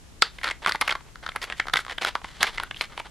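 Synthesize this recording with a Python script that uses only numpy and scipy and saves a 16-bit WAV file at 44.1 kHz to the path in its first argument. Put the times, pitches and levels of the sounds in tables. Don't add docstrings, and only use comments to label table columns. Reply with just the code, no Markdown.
import sys
import numpy as np
from scipy import signal
from scipy.fft import rfft, irfft, next_fast_len
from scipy.io import wavfile
from scipy.ndimage import uniform_filter1d, map_coordinates

SR = 44100
rng = np.random.default_rng(int(sys.argv[2]) if len(sys.argv) > 2 else 0)


def wav_out(sig):
    wavfile.write(sys.argv[1], SR, np.round(np.clip(np.atleast_2d(sig).T, -1, 1) * 32767).astype(np.int16))


def nominal_scale(level):
    x = np.asarray(level, float) / 20
    return 10 ** x


N = 136710

# frequency in Hz, density in dB per Hz.
FLOOR_COLOUR = [(12, -37), (20, 3.5), (60, -2.5), (150, -11), (574, -21.5), (4540, -29.5), (6910, -29.5),
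                (12500, -39), (15500, -72)]
# frequency in Hz, likeness from 0 to 1.
FLOOR_LIKENESS = [(40, 0.4), (3000, 0.17)]
# frequency in Hz, left over right in dB.
FLOOR_LEAN = [(30, 3.5), (300, .3)]
# centre in Hz, width in Hz, level in dB.
SLEEVE_MODES = [(237, 980, -15.5), (876, 405, -2), (1440, 546, -0.9), (2100, 464, 0.5), (3195, 715, -2),
                (4404, 1665, -7), (7800, 2400, -15.5), (9650, 2000, -17.5)]
# frequency in Hz, gain in dB.
RADIATION = [(100, -7.5), (400, 4.5), (900, 0.83), (5000, -3), (6500, -5), (12000, -5), (14500, -16),
             (16200, -66)]
# start in seconds, peak in dB, main ring in Hz, length in ms, brightness in dB per octave.
KNOCK_EVENTS = [(.2218, 0.5, 4530, 5.24, 4.5), (0.4328, -19, 2020, 4.4, 1), (0.442, -14, 1420, 7.9, 3.5),
                (0.6616, -4.5, 1220, 2.7, -1.5), (0.672, -10, 1250, 6.8, 2.2), (0.693, -12.5, 1510, 4.9, 1),
                (0.812, -10.5, 1090, 4.4, 1), (0.877, -12.5, 1440, 7.4, 0.7),
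                (0.893, -11.5, 2360, 9.4, 0.2), (0.9065, -16, 1285, 4.5, 3), (0.952, -17.5, 1170, 7.6, -2),
                (2.153, -11.5, 1120, 2.43, -2), (2.599, -14, 1040, 4.33, 1.8),
                (2.8102, -7, 2360, 2.8, -1.1)]
# start in seconds, peak in dB, main ring in Hz.
TICK_EVENTS = [(1.5, -16.5, 2500), (.2218, -7.5, 4800), (.5006, -20.5, 1200), (.6856, -20, 1100),
               (2.0483, -7.5, 3450), (1.007, -34.5, 920), (1.318, -29.5, 1930), (1.683, -18.5, 1330),
               (1.881, -25, 1050), (1.897, -22, 1810), (2.16, -23, 1480), (2.576, -22, 2000),
               (2.84, -31, 1580)]
# start in seconds, peak in dB, mode in Hz, length in ms.
PING_EVENTS = [(0.2224, -8.5, 1334, 6.1), (0.2223, -9.5, 2140, 2.4), (0.443, -21.5, 4370, 3.5),
               (.478, -18.5, 3980, 1.6), (0.4883, -24, 4160, 2.5), (0.6626, -25, 3460, 3),
               (.673, -22, 3180, 4), (0.6927, -20.5, 4470, 2.4), (.693, -26, 10400, 2),
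               (0.7214, -18, 4430, 3), (0.8123, -18.5, 4880, 6.6), (.8122, -19.5, 10200, 4.7),
               (0.8122, -12, 2100, 5), (.9105, -16.5, 3260, 3), (.924, -21.5, 4320, 4),
               (1.266, -29.5, 3520, 3.4), (1.292, -23, 3400, 3), (1.361, -26, 10000, 2.5),
               (1.524, -24, 2720, 1.65), (1.7372, -12.5, 3630, 3), (1.7585, -14, 3300, 2),
               (1.773, -18, 3530, 2.9), (0.877, -14.5, 2590, 2.7), (1.767, -12, 2080, 5.4),
               (0.222, -4.5, 4410, 2.7), (1.982, -21, 3260, 3.5), (2.634, -31.5, 10700, 3),
               (2.7103, -24.5, 3000, 3), (2.745, -28, 2770, 2.5), (2.764, -34, 2900, 5),
               (2.769, -27.5, 3250, 4), (2.811, -14, 4250, 1.7), (2.0487, -10.5, 3430, 3),
               (2.978, -41, 3400, 3)]
# frequency in Hz, time to fall 60 dB in seconds.
ROOM_DECAY = [(500, 0.16), (3500, 0.2), (10000, 0.086)]
# start in seconds, length in seconds, level in dB, brightness in dB per octave.
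SCRAPE_EVENTS = [(0.229, 0.029, -33, 1), (0.324, 0.14, -57, 6.5), (0.431, 0.071, -35, 0.5),
                 (0.618, 0.013, -37.5, -2), (0.666, 0.075, -46.5, 7.5), (0.824, 0.1, -39, 0.5),
                 (2.499, 0.064, -46.5, 2), (1.046, 0.041, -53.5, -6.5), (1.225, 0.017, -42, -2.5),
                 (1.315, 0.045, -64, 14), (1.414, 0.026, -32.5, 2.5), (1.469, 0.066, -41.5, -2.5),
                 (1.563, 0.022, -47.5, 6.5), (1.745, 0.058, -36, 3), (1.885, 0.033, -36.5, -0.5),
                 (2.01, 0.062, -33.5, 0), (2.066, 0.017, -28.5, 1), (2.234, 0.174, -48, 1.5),
                 (2.402, 0.018, -26, -0.5), (2.433, 0.06, -33, 0.6), (2.597, 0.067, -46, -1.3),
                 (2.752, 0.052, -49.5, 6.5), (2.809, 0.028, -38.5, 1.8), (2.896, 0.042, -45, -3),
                 (2.961, 0.036, -45.5, 2), (3.043, 0.029, -46, -1.5)]
# start in seconds, peak in dB, main ring in Hz, length in ms.
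CLICK_EVENTS = [(0.385, -29, 2160, 4.7), (0.414, -28, 1930, 5.3), (0.456, -19, 1420, 7.3),
                (0.47, -17.5, 1480, 7.1), (0.4775, -17.5, 1440, 7), (0.4867, -18, 1470, 4.2),
                (0.6467, -20.5, 1980, 4), (0.679, -16, 1060, 9.1), (0.711, -17, 1090, 5),
                (0.7563, -18.5, 1900, 3.9), (0.8193, -12, 1020, 6), (0.914, -15.5, 1450, 3.75),
                (0.922, -15.5, 1410, 8.5), (1.157, -28, 1400, 2.1), (1.263, -17.5, 1430, 5.6),
                (1.289, -17.5, 1330, 6.3), (1.523, -19.5, 1746, 5.2), (1.669, -24, 850, 4.6),
                (1.697, -22.5, 1410, 2.4), (1.79, -15.5, 1470, 3.5), (1.865, -24.5, 1070, 2.3),
                (1.98, -20, 1560, 6.8), (2.244, -21, 1020, 5.3), (2.581, -14.5, 2070, 3.6),
                (2.634, -18, 1460, 3.7), (2.7105, -21.5, 1530, 4.8), (2.745, -34, 2760, 3.3),
                (2.762, -34, 3300, 4.9), (2.977, -19.5, 970, 2.1), (2.999, -17, 940, 4.4)]
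# start in seconds, peak in dB, main ring in Hz, length in ms, brightness in dB per octave.
CATCH_EVENTS = [(.509, -18.5, 2580, 9.8, 3), (1.2766, -29, 1500, 5, 0), (1.343, -40, 1400, 4.6, -2),
                (1.351, -33, 930, 2.7, -8), (1.367, -26, 1400, 3.6, -3.5), (1.4168, -25, 5100, 15, 2.5),
                (1.4365, -24.5, 1500, 5, -4), (1.4425, -32, 1800, 3.6, -7), (1.506, -34, 1730, 14, -2),
                (1.655, -28, 1320, 2.4, -14), (1.753, -16.5, 2000, 7.2, -7.5), (1.8495, -25.5, 1410, 2, 4),
                (2.216, -30, 960, 4.2, -4), (2.4065, -19.5, 3430, 19, 1.5), (2.439, -15.5, 1500, 11.6, -2),
                (2.467, -17.5, 2450, 22, 1), (2.814, -21, 1100, 13, 5)]
# time of peak in seconds, peak in dB, main ring in Hz, length in ms, brightness in dB per octave.
JOLT_EVENTS = [
    (.513, -16, 2100, 10.3, 1),
    (0.7217, -14, 1920, 6.1, 3),
    (0.7491, -15, 900, 6.1, -4),
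    (1.361, -14.5, 1280, 6.1, -3),
    (1.5997, -9.5, 1900, 5, 0.5),
    (1.738, -9.5, 1440, 6, 2.5),
    (1.7585, -8.5, 1430, 5, 1.5),
    (1.771, -10, 1560, 9.1, 2.5),
    (2.0484, -8.5, 1400, 7, -0.5),
    (2.4299, -1, 1430, 5.2, 5),
]
# start in seconds, peak in dB, thump in Hz.
PUSH_EVENTS = [
    (.67, -35.5, 177),
    (1.74, -33, 149),
    (2.243, -39, 70),
    (2.404, -39, 200),
]
# frequency in Hz, side under mid in dB.
PORT_SPREAD = [(1500, -27), (4500, -16), (11000, -8)]


def unit(x):
    return x / np.sqrt(np.mean(x ** 2) + 1e-20)


def along(points, hz):
    f, v = np.transpose(points)
    return np.interp(np.log(hz + 1), np.log(f + 1), v)


def causal(gain):
    cepstrum = irfft(np.log(np.maximum(gain, 1e-6)))
    half = cepstrum.shape[-1] // 2
    folded = [cepstrum[..., :1], 2 * cepstrum[..., 1:half], 0 * cepstrum[..., half:]]
    return np.exp(rfft(np.concatenate(folded, -1)))


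def peak(f, hz, width_hz):
    return 1j * f * width_hz / (hz * hz - f * f + 1j * f * width_hz)


def place(rows, times):
    out = np.zeros(N + rows.shape[1])
    for row, s in zip(rows, times):
        out[round(s * SR):][:len(row)] += row
    return out[:N]


def floor():
    m = next_fast_len(N)
    f = np.fft.rfftfreq(m, 1 / SR)
    angle = np.arccos(np.clip(along(FLOOR_LIKENESS, f), -1, 1)) / 2
    noise = rfft(rng.standard_normal((2, m))) * nominal_scale(along(FLOOR_COLOUR, f))
    shared, apart = noise * [np.cos(angle), np.sin(angle)]
    lean = nominal_scale(along(FLOOR_LEAN, f) / 2)
    pair = irfft([(shared + apart) * lean, (shared - apart) / lean], m)[:, :N]
    return nominal_scale(-47.5) * unit(pair)


def sleeve(f, tilt_db, chance):
    scatter_db, detune = 1.5, 0.04
    modes = []
    for k, (hz, width_hz, db) in enumerate(SLEEVE_MODES):
        gain = (-1) ** k * nominal_scale(db + scatter_db * chance[:, k, :1])
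        modes.append(gain * peak(f, hz * (1 + detune * chance[:, k, 1:]), width_hz))
    tilt = tilt_db[:, None] * np.log2((f + 900) / 2700)
    return sum(modes[:-2]), sum(modes[-2:]), causal(nominal_scale(along(RADIATION, f) + tilt))


def even(force):
    z = rfft(force)
    power = uniform_filter1d(np.abs(z) ** 2, size=18, axis=1)
    return z * causal(1 / np.sqrt(np.abs(power) + 1e-6))


def rattles(s, db, hz, ms, tilt_db, top=0, lone_q=None):
    contacts_per_ms, contact_db, lead_gain = 3.174, 3, 1.014
    gather_db, fade_db, bright_fade_db = 30, 10.5, 4
    ring_db, ring_q = 8, 4.5
    size = 2048
    f, t_ms = np.fft.rfftfreq(size, 1 / SR), np.arange(size) * 1000 / SR
    draw = rng.random((len(s), 3, size))
    age = t_ms / ms[:, None] - top

    hit = np.clip((contacts_per_ms * 1000 / SR - draw[:, 0]) * 200, 0, 1)
    lead = np.abs(age) == np.abs(age).min(1, keepdims=True)
    hit = hit + lead_gain * lead
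    strength_db = -contact_db * np.log(draw[:, 2] + 0.027)
    envelope_db = np.where(age < 0, gather_db, -fade_db) * age
    force = hit * np.sign(draw[:, 1] - 0.5) * nominal_scale(strength_db + envelope_db)
    force = force * np.clip(4 * (1 - top - age), 0, 1)

    body, steel, colour = sleeve(f, tilt_db, rng.standard_normal((len(s), len(SLEEVE_MODES), 2)))
    hz = hz[:, None]
    if lone_q:
        sound = even(force) * peak(f, hz, hz / lone_q) ** 2
    else:
        ring = 1 + nominal_scale(ring_db) * peak(f, hz, hz / ring_q)
        bright_force = force * nominal_scale(-bright_fade_db * np.abs(age))
        sound = even(force) * body * ring + even(bright_force) * steel
    rows = irfft(sound * colour)
    rows = rows * np.clip(2 - 2 * np.arange(size) / size, 0, 1) ** 2
    rows = rows / np.abs(rows).max(1, keepdims=True) * nominal_scale(db)[:, None]
    return place(rows, s - top * ms / 1000)


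def knocks():
    return rattles(*np.transpose(KNOCK_EVENTS))


def ticks():
    s, db, hz = np.transpose(TICK_EVENTS)
    return rattles(s, db, hz, 3.3 + 0 * s, 0.1 + 0 * s)


def pings():
    s, db, hz, ms = np.transpose(PING_EVENTS)
    return rattles(s, db, hz, ms, 0 * s, lone_q=4.53)


def room(x):
    out, step = np.zeros((2, N + SR)), SR // 5
    delay = 130
    angle = np.arccos(0.99) / 2
    for i in range(0, N, step):
        hz, t, z = signal.stft(rng.standard_normal((2, SR // 3)), SR, nperseg=256)
        decay = nominal_scale(-60 * t / along(ROOM_DECAY, hz)[:, None])
        a, b = signal.istft(z * decay, SR, nperseg=256)[1]
        shared, apart = np.cos(angle) * a, np.sin(angle) * b
        tail = np.array([shared + apart, shared - apart]) / np.linalg.norm(a)
        wet = signal.fftconvolve(x[None, i:i + step], tail, axes=1)
        out[:, i + delay:][:, :wet.shape[1]] += wet
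    return out[:, :N]


def scrapes():
    rise_s, fall_s, sag_db = 0.004, 0.013, 1
    grains_per_s, grain_db, smooth_db = 1480, 4.5, -4
    clumps_per_s, clump_db = 90, 4
    s, length, db, tilt_db = np.transpose(SCRAPE_EVENTS)
    size = 16384
    f, t = np.fft.rfftfreq(size, 1 / SR), np.arange(size) / SR
    draw = rng.random((len(s), 2, size))
    noise = rng.standard_normal((len(s), size))
    grains = np.clip((grains_per_s / SR - draw[:, 0]) * 200, 0, 1) * np.sign(noise)
    grains = grains * nominal_scale(-grain_db * np.log(draw[:, 1] + 0.016))
    chance = 0.5 * rng.standard_normal((len(s), len(SLEEVE_MODES), 2))
    body, steel, colour = sleeve(f, tilt_db, chance)
    rows = irfft(rfft(unit(grains) + nominal_scale(smooth_db) * noise) * (body + steel) * colour)

    stroke = 1 - np.exp(-t / rise_s)
    stroke = stroke * np.exp(-np.maximum(t - length[:, None], 0) / fall_s)
    knots = rng.standard_normal((len(s), size * clumps_per_s // SR + 2))
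    clumps = np.array([np.interp(t * clumps_per_s, np.arange(len(k)), k) for k in knots])
    stroke = stroke * nominal_scale(clump_db * clumps)
    level = nominal_scale(db[:, None] - sag_db * t / length[:, None])
    return place(rows / rows.std(1, keepdims=True) * stroke * level, s)


def clicks():
    s, db, hz, ms = np.transpose(CLICK_EVENTS)
    return rattles(s, db, hz, ms, -0.81 + 0 * s)


def catches():
    return rattles(*np.transpose(CATCH_EVENTS))


def jolts():
    return rattles(*np.transpose(JOLT_EVENTS), top=0.45)


def pushes():
    s, db, hz = np.transpose(PUSH_EVENTS)
    return rattles(s, db, hz, 6 + 0 * s, 0 * s, lone_q=1.53)


def ports(x):
    m = next_fast_len(N + 8192)
    f = np.fft.rfftfreq(m, 1 / SR)
    turn = map_coordinates(rng.standard_normal((2, 400)), [[0 * f, 0 * f + 1], [f / SR * 700] * 2])
    response = nominal_scale(along(PORT_SPREAD, f)) * (turn[0] + 1j * turn[1]) / np.sqrt(2)
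    side = irfft(rfft(x, m) * response, m)[:N]
    return np.array([x + side, x - side])


def scene():
    main = knocks() + ticks() + scrapes() + clicks() + jolts()
    details = pings() + catches() + pushes()
    return ports(main + details) + nominal_scale(-15) * room(main + 0.5 * details) + floor()


def roll_off(x):
    return signal.sosfilt(signal.butter(12, 16180, fs=SR, output="sos"), x)


def record(dry):
    ceiling, knee = 1.02, 8
    clipped = dry / (1 + np.abs(dry / ceiling) ** knee) ** (1 / knee)
    return roll_off(clipped)


dry = scene()
out = record(dry)
wav_out(out)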